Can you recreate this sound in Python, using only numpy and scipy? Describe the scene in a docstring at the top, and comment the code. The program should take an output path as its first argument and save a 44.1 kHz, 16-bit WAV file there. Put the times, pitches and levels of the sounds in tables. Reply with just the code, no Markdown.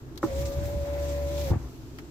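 """A small motor winds up a window inside a parked car: harmonics of the shaft rate make its whine.
Gears grind, and the glass hisses through its seals as filtered noise that jumps at random slips.
The lift takes up its slack with knocks and the pane thuds home: impulses ring damped modes.
Two switch clicks come before the run and one after; faint ticks and a low sway follow the thud.
A three-cylinder engine idles as a pulse train through resonances, under a bed of cabin noise."""
import sys
import numpy as np
from scipy import signal
from scipy.io import wavfile

SR = 44100
rng = np.random.default_rng(int(sys.argv[2]) if len(sys.argv) > 2 else 0)


def rack_gain(trim_db):
    """Turn a fader trim in dB into the linear factor to multiply a signal by."""
    fader = np.asarray(trim_db, float)
    return 10 ** (fader / 20)


def output_pcm(signal):
    """Save a mono or channel-first signal as 16-bit PCM at the path in sys.argv[1].

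    Samples are clipped to [-1, 1] before scaling.
    """
    pcm = np.clip(np.atleast_2d(signal).T, -1, 1) * 32767
    wavfile.write(sys.argv[1], SR, np.round(pcm).astype(np.int16))


N = 92610
T = np.arange(N) / SR
MOTOR_STOP_S = 1.503


def rms_one(x):
    """Normalisation: scales a signal to unit rms."""
    return x / np.sqrt(np.mean(x ** 2) + 1e-20)


def in_time(rows):
    """Linear interpolation: the columns of a time curve at every sample."""
    s, *columns = np.transpose(rows)
    return [np.interp(T, s, column) for column in columns]


def gate(start, stop, rise, fall):
    """Envelope: a linear rise that ends at the start, exponential decay after the stop (all in s)."""
    return np.clip((T - start) / rise + 1, 0, 1) * np.exp(-np.maximum(T - stop, 0) / fall)


def at_hz(points, hz):
    """Spectral envelope: interpolates a table along log frequency."""
    table_hz, value = np.transpose(points)
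    return np.interp(np.log(hz), np.log(table_hz), value)


def drift(rate_hz):
    """Slow random modulation of unit rms: low-passed noise, made at every 40th sample."""
    r = np.exp(-2 * np.pi * rate_hz * 40 / SR)
    noise = rng.standard_normal(N // 40 + 2002)
    slow = signal.lfilter([1], [1, -2 * r, r * r], noise)[2000:]
    return np.interp(np.arange(N) / 40, np.arange(len(slow)), rms_one(slow - slow.mean()))


def strike(events, modes, spread_db):
    """Modal synthesis: each blow excites every damped mode by its own amount, unlike at each ear."""
    ear_spread_db = 1
    s, db, hardness = np.transpose(events)
    luck = rng.standard_normal((len(s), len(modes)))
    ear_luck = rng.standard_normal((len(s), len(modes)))
    out = 0
    for k, (hz, mode_db, t60) in enumerate(modes):
        impulses = np.full((2, N), 1e-18)  # not quite silent
        # hardness tilts the spectrum in dB per octave about the second mode
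        blow_db = db + mode_db + hardness * np.log2(hz / modes[1][0]) + spread_db * luck[:, k]
        for ear, sign in enumerate((-1, 1)):
            size = rack_gain(blow_db + sign * ear_spread_db * ear_luck[:, k])
            np.add.at(impulses[ear], np.clip(s * SR, 0, N - 1).astype(int), size)
        r = rack_gain(-60 / (t60 * SR))
        w = 2 * np.pi * hz / SR
        ring = signal.lfilter([0, np.sin(w)], [1, -2 * r * np.cos(w), r * r], impulses)
        out = out + (-1) ** k * ring
    return out


def banded_noise(spectrum, patchy_db, shared_db, top_db=0, top_hz=9500):
    """Subtractive synthesis: third-octave noise bands, each with its own flicker and ear correlation."""
    # correlation of the ears: hz, likeness
    likeness = [(40, 0.68), (130, 0.77), (280, 0.94), (500, 0.81), (1100, 0.01), (2000, -0.11),
                (16000, -0.1)]
    # balance of the ears: hz, left_over_right_db
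    left_over_right = [(40, -0.2), (1000, 1), (4000, .1), (8000, 0.5), (13000, 4.5)]
    low_hz, high_hz = spectrum[0][0], spectrum[-1][0]
    edges = np.geomspace(low_hz, high_hz, int(3 * np.log2(high_hz / low_hz)) + 2)
    together = drift(34)
    white = rng.standard_normal((2, 2, N))  # neighbouring bands take different noise
    out = 0
    for k, (low, high) in enumerate(zip(edges, edges[1:])):
        band = signal.butter(2, [low, high], "band", fs=SR, output="sos")
        mid, side = signal.sosfilt(band, white[k % 2])
        hz = np.sqrt(low * high)
        alike = np.clip(at_hz(likeness, hz), -1, 1)
        level_db = at_hz(spectrum, hz) + shared_db * together + patchy_db * drift(7.2)
        gain = rack_gain(level_db + top_db * (hz > top_hz))
        pan = rack_gain(at_hz(left_over_right, hz) * np.array([[0.5], [-0.5]]))
        stereo = np.sqrt(1 + alike) * mid + np.sqrt(1 - alike) * side * [[1], [-1]]
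        out = out + gain * pan * stereo
    return out / np.sqrt(np.mean(out.mean(axis=0) ** 2))


def cabin_air():
    """Broadband background noise: a fixed spectrum whose hiss above 2 kHz varies slowly in level."""
    # spectrum of the background: hz, level_db_per_hz
    air_spectrum = [(15, -39), (25, -8), (145, -3), (190, -27.5), (317, -2.5), (439, -18.5), (887, -24.5),
                    (1060, -23.5), (1940, -32), (7400, -34), (9400, -45), (11500, -38.5), (16000, -40)]
    # hiss above 2 kHz: time_s, level_db
    hiss_curve = [(0, -3), (0.22, -3), (1.55, 2), (2.1, -0.5)]
    hiss_db, = in_time(hiss_curve)
    noise = banded_noise(air_spectrum, patchy_db=0.7, shared_db=0.4, top_db=hiss_db, top_hz=2000)
    return rack_gain(-45.5) * noise


def engine():
    """Source and filter: one pulse a firing, uneven by cylinder, into exhaust and body resonances."""
    # resonances of exhaust and body: hz, level_db, t60_s
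    path_modes = [(49.3, -1.5, 0.1), (68.7, -11.5, 0.95), (82, -10, 0.21), (128.2, -2.5, 0.15),
                  (169, -9.5, 0.05), (255.9, -11, 0.33), (322, -14.5, 0.027), (380, -18.5, 0.068)]
    # strength of each cylinder in turn: level_db
    cylinder_db = [0, -1.5, -0.7]
    firing_hz, jitter_s = 20.9, 0.0013
    k = np.arange(int(N / SR * firing_hz))
    s = (k + 0.3015) / firing_hz + jitter_s * rng.standard_normal(len(k))
    pulses = np.transpose([s, np.array(cylinder_db)[k % 3], 0 * s])
    return rack_gain(-46) * rms_one(strike(pulses, path_modes, spread_db=1.5))


def cabin(x):
    """Reverberation: convolution with dense, exponentially decaying reflections, other ones at each ear."""
    t60_s, wet_db = 0.12, -9
    t = np.arange(SR // 5) / SR
    tails = rng.standard_normal((2, len(t))) * rack_gain(-60 * t / t60_s) * (t > 0.002)
    tails /= np.sqrt((tails ** 2).sum(axis=1, keepdims=True))
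    return x + rack_gain(wet_db) * signal.fftconvolve(x, tails, axes=1)[:, :N]


def ticks():
    """Transients: high-passed noise snaps with a decay constant of 0.8 ms."""
    # faint ticks after the stop: start_s, level_db
    tick_times = [(1.7016, -48), (1.7774, -49), (1.952, -51)]
    shape = sum(rack_gain(db) * np.exp(-np.clip(T - s, 0, 1) / 0.0008) * (T > s) for s, db in tick_times)
    treble = signal.butter(2, 7000, "high", fs=SR, output="sos")
    return signal.sosfilt(treble, shape * rng.standard_normal((2, N)))


def sway():
    """Low resonance of the door skin: a sine that swells after the thud, holds and decays."""
    # ring of the door skin: start_s, pitch_hz, level_db, hold_s, t60_s
    start, hz, db, hold, t60 = (1.585, 61, -31.5, .075, .16)
    t = np.maximum(T - start, 0)
    swell = 1 - np.exp(-t / 0.02)
    return rack_gain(db - 60 * np.maximum(t - hold, 0) / t60) * swell * np.sin(2 * np.pi * hz * t)


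def switch():
    """Impulsive excitation: each click is a broadband noise snap with a fast exponential decay."""
    # clicks: start_s, level_db, t60_s, lift_above_3_khz_db
    clicks = [(0.157, -58, .03, 5), (0.1758, -44, .045, 5), (1.9862, -39.5, .06, -8)]
    # spectrum of a click: hz, level_db_per_hz
    click_spectrum = [(400, -18), (800, -4), (1700, -2), (2800, -6), (4200, -1), (5600, -6), (7500, -9),
                      (9300, -14), (12500, -12), (16000, -12)]
    shape = sum(rack_gain(db - 60 * np.clip(T - s, 0, 1) / t60) * (T > s) for s, db, t60, _ in clicks)
    lift_db = np.interp(T, [c[0] for c in clicks], [c[3] for c in clicks])
    return shape * banded_noise(click_spectrum, patchy_db=0, shared_db=0, top_db=lift_db, top_hz=3000)


def lift_knocks():
    """Impact excitation: the lift takes up its slack in blows that ring its modes."""
    # blows of the lift: start_s, level_db, hardness_db_per_octave
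    knocks = [(0.2288, -31.5, 6), (0.2325, -29.5, 2), (0.2384, -22.5, -1.5), (0.248, -36, 1),
              (0.2608, -33.5, -7)]
    # modes of the lift: hz, level_db, t60_s
    lift_modes = [(120, -9, 0.14), (334.6, 0.5, 0.073), (566, -5, 0.21), (816, -14, 0.057),
                  (995, -4.5, 0.037), (1160, -2, 0.015), (1310, -11, 0.05), (1460, -18.5, 0.056),
                  (1800, -15.5, 0.031), (2230, -23, 0.015)]
    return strike(knocks, lift_modes, spread_db=4.5)


def pane_thuds():
    """Impact excitation: the pane hits the frame and rebounds, ringing the modes of the door."""
    # blows of the pane: start_s, level_db, hardness_db_per_octave
    thuds = [(1.503, -17, -1.5), (1.514, -20, 2), (1.5255, -27, 1.5), (1.532, -24.5, 2),
             (1.5555, -22.5, -1)]
    # modes of the door: hz, level_db, t60_s
    door_modes = [(79, -0.5, 0.0994), (113.6, -0.5, 0.094), (143.2, 0, 0.12), (201.3, -3, 0.043),
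                  (339, -7.5, 0.054), (535, -15, 0.028), (779, -23, 0.079), (897.5, -17.5, 0.023),
                  (1150, -28, 0.045)]
    return strike(thuds, door_modes, spread_db=2)


def seating():
    """Friction noise: the pane scrubs into the top seal, then a fainter diffuse settling."""
    # scrub and settling: start_s, end_s, level_db, settling_level_db, settling_end_s
    start, end, db, tail_db, tail_end = (1.508, 1.54, -43.5, -56, 1.665)
    scrub = rack_gain(db) * gate(start, end, 0.006, 0.008)
    settling = rack_gain(tail_db) * gate(start, tail_end, 0.006, 0.03)
    noise = rng.standard_normal(N) + 0.6 * rng.standard_normal((2, N))  # partly alike at the ears
    band = signal.butter(2, [450, 1400], "band", fs=SR, output="sos")
    crunch = signal.lfilter([1], [1, -0.9], signal.sosfilt(band, noise))
    return (scrub + settling) * rack_gain(1.5 * drift(60)) * rms_one(crunch)


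def seals():
    """Stick-slip friction: bright hiss of glass on rubber that jumps up at each slip and decays."""
    # sliding glass: time_s, hiss_db, top_treble_db
    slide = [(0.24, -51, -6), (0.26, -51.5, -3.5), (0.314, -53.5, -4.5), (0.392, -47, -4.5),
             (0.449, -54.5, 0), (0.457, -44, -12), (0.504, -55.5, 1), (0.536, -50, -6), (0.554, -56, -0.5),
             (0.624, -55, -6), (0.638, -52, 1), (0.762, -56.5, -2.5), (0.979, -56, -1.5), (1.12, -50, -5.5),
             (1.198, -57, -2.5), (1.39, -47.5, -6), (1.488, -48, -1), (1.51, -50, -4.5)]
    # spectrum of the rubbing: hz, level_db_per_hz
    seal_spectrum = [(1300, -16), (2000, 0.5), (2900, -2), (3900, 3.5), (5400, -2), (6500, 6), (7700, -1.5),
                     (9200, -6.5), (11000, -8), (14000, -3), (16500, -4)]
    slips_per_s, slip_db, slip_s = 45, 1.8, 0.008  # the rubber grips and lets go
    db, top = in_time(slide)
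    slips = (rng.random(N) < slips_per_s / SR) * rng.uniform(0.5, 2, N)
    db = db + slip_db * signal.lfilter([1], [1, -np.exp(-1 / (slip_s * SR))], slips)
    hiss = banded_noise(seal_spectrum, patchy_db=1.2, shared_db=0.3, top_db=top - top.mean())
    return rack_gain(db) * hiss * gate(slide[0][0], slide[-1][0], 0.026, 0.013)


def gears():
    """Structure-borne noise of gear and cable: a mid-range grind and a lumpy low judder of the door skin."""
    # gear and cable noise: time_s, grind_db (2.5 dB is added below), judder_db
    gear_run = [(0.275, -48.5, -37.5), (0.373, -53.5, -40), (0.403, -51.5, -33), (0.527, -51.5, -44),
                (0.593, -49.5, -33), (0.733, -51, -38.5), (0.759, -53.5, -30.5), (0.853, -50.5, -60),
                (1.009, -50, -43.5), (1.189, -50, -55), (1.225, -52.5, -66), (1.299, -52.5, -51),
                (1.429, -50.5, -40.5), (1.47, -48.5, -38.5)]
    # spectrum of the grind: hz, level_db_per_hz
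    grind_spectrum = [(150, -48), (210, -26.5), (310, 0), (420, -12.5), (600, -7.5), (800, -7.5),
                      (1100, -16.5), (2200, -14.5), (3400, -31.5)]
    # spectrum of the judder: hz, level_db_per_hz
    judder_spectrum = [(28, -27), (45, 1.5), (110, 3), (150, -5), (210, -6.5), (300, -59)]
    grind_db, judder_db = in_time(gear_run)
    grind = rack_gain(grind_db + 2.5) * banded_noise(grind_spectrum, patchy_db=2.2, shared_db=0.66)
    judder = rack_gain(judder_db) * banded_noise(judder_spectrum, patchy_db=1, shared_db=2)
    return (grind + judder) * gate(gear_run[0][0], MOTOR_STOP_S, 0.035, 0.07)


def cable_squeal():
    """Narrow-band tone: a brief, thin squeal of the cable near 1190 Hz, wavering."""
    # squeal: start_s, end_s, pitch_hz, level_db
    start, end, hz, db = (0.41, 0.6, 1190, -61)
    fade = np.clip(np.minimum(T - start, end - T) / 0.0098, 0, 1)
    level = rack_gain(db + 2.4 * drift(29))
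    return np.sqrt(2) * level * np.sin(2 * np.pi * hz * T + 0.69 * drift(22)) * fade


def motor():
    """Additive synthesis on one shaft phase: commutator tone, shaft hum and orders, out of step at the ears."""
    # run of the motor: time_s, commutator_tone_hz, tone_db, shaft_hum_db
    motor_run = [(0.285, 528.8, -50, -57), (0.297, 536.3, -36, -51), (0.381, 550, -33, -29),
                 (0.443, 564.3, -34.5, -34), (0.483, 554.3, -35, -36), (0.497, 558, -36, -61),
                 (0.513, 559.3, -34, -47), (0.577, 568.6, -35.5, -29), (0.609, 572.6, -37, -34.5),
                 (0.737, 577, -34.5, -38.5), (0.833, 568.8, -34.5, -30.5), (0.863, 571.5, -36, -50),
                 (0.883, 573.5, -34, -33.5), (1.281, 571.9, -33, -31.5), (1.329, 577.6, -34, -36.5),
                 (1.395, 574, -33, -29.5), (1.431, 574, -33.5, -32), (1.48, 539.4, -35.5, -36)]
    # other shaft orders: multiple_of_shaft_rate, level_re_tone_db
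    shaft_orders = [(2, -14), (4, -19.5), (5, -18.5), (6, -21), (7, -19.5), (9, -22), (10, -33), (12, -31),
                    (14, -25.5), (16, -28.5), (19, -31)]
    segments = 8  # commutator cycles per shaft turn
    load_db_per_hz = 0.2  # the octave of the tone grows as the tone sags under load
    hz, tone_db, hum_db = in_time(motor_run)
    ear = np.array([[0.5], [-0.5]])
    shaft_hz = hz / segments * (1 + 0.0032 * drift(29))
    turn = 2 * np.pi * np.cumsum(shaft_hz) / SR
    # the ears differ in phase by 0.55 rad in the tone and 0.4 rad in the hum
    tone = rack_gain(tone_db + 0.65 * drift(12)) * np.sin(segments * turn + 0.55 * ear)
    hum = rack_gain(hum_db) * np.sin(turn + 0.4 * ear)
    out = tone + hum
    for order, db in shaft_orders:
        load_db = load_db_per_hz * (hz.max() - hz) * (order == 2 * segments)
        level = rack_gain(tone_db + db + load_db + 0.55 * drift(17))
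        phase = rng.uniform(0, 2 * np.pi) + 0.57 * drift(13.6) + rng.normal() * ear
        out += level * np.sin(order * turn + phase)
    return np.sqrt(2) * out * gate(motor_run[0][0], MOTOR_STOP_S, 0.014, 0.019)


def scene():
    """Superposition: all sources summed, the impacts and engine with cabin reflections."""
    near = cabin(lift_knocks() + pane_thuds() + seating() + engine())
    balance = rack_gain([[0.45], [-0.45]])  # left a little louder, in dB
    left_leaning = (near + motor() + cable_squeal() + sway()) * balance
    return left_leaning + switch() + ticks() + seals() + gears() + cabin_air()


def top_cut(x):
    """Nothing passes above the cut-off."""
    return signal.sosfilt(signal.butter(12, 16430, fs=SR, output="sos"), x)


def record(dry):
    """Microphone response: a partial notch in the treble, then a steep low-pass."""
    dip_hz, dip_width_hz, dip_share, cutoff_hz = 9150, 2500, 0.45, 16350
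    dip = signal.lfilter(*signal.iirpeak(dip_hz, dip_hz / dip_width_hz, fs=SR), dry)
    low_pass = signal.cheby2(12, 60, cutoff_hz, fs=SR, output="sos")
    mix = signal.sosfilt(low_pass, dry - dip_share * dip)
    return top_cut(mix)


dry = scene()
out = record(dry)
output_pcm(out)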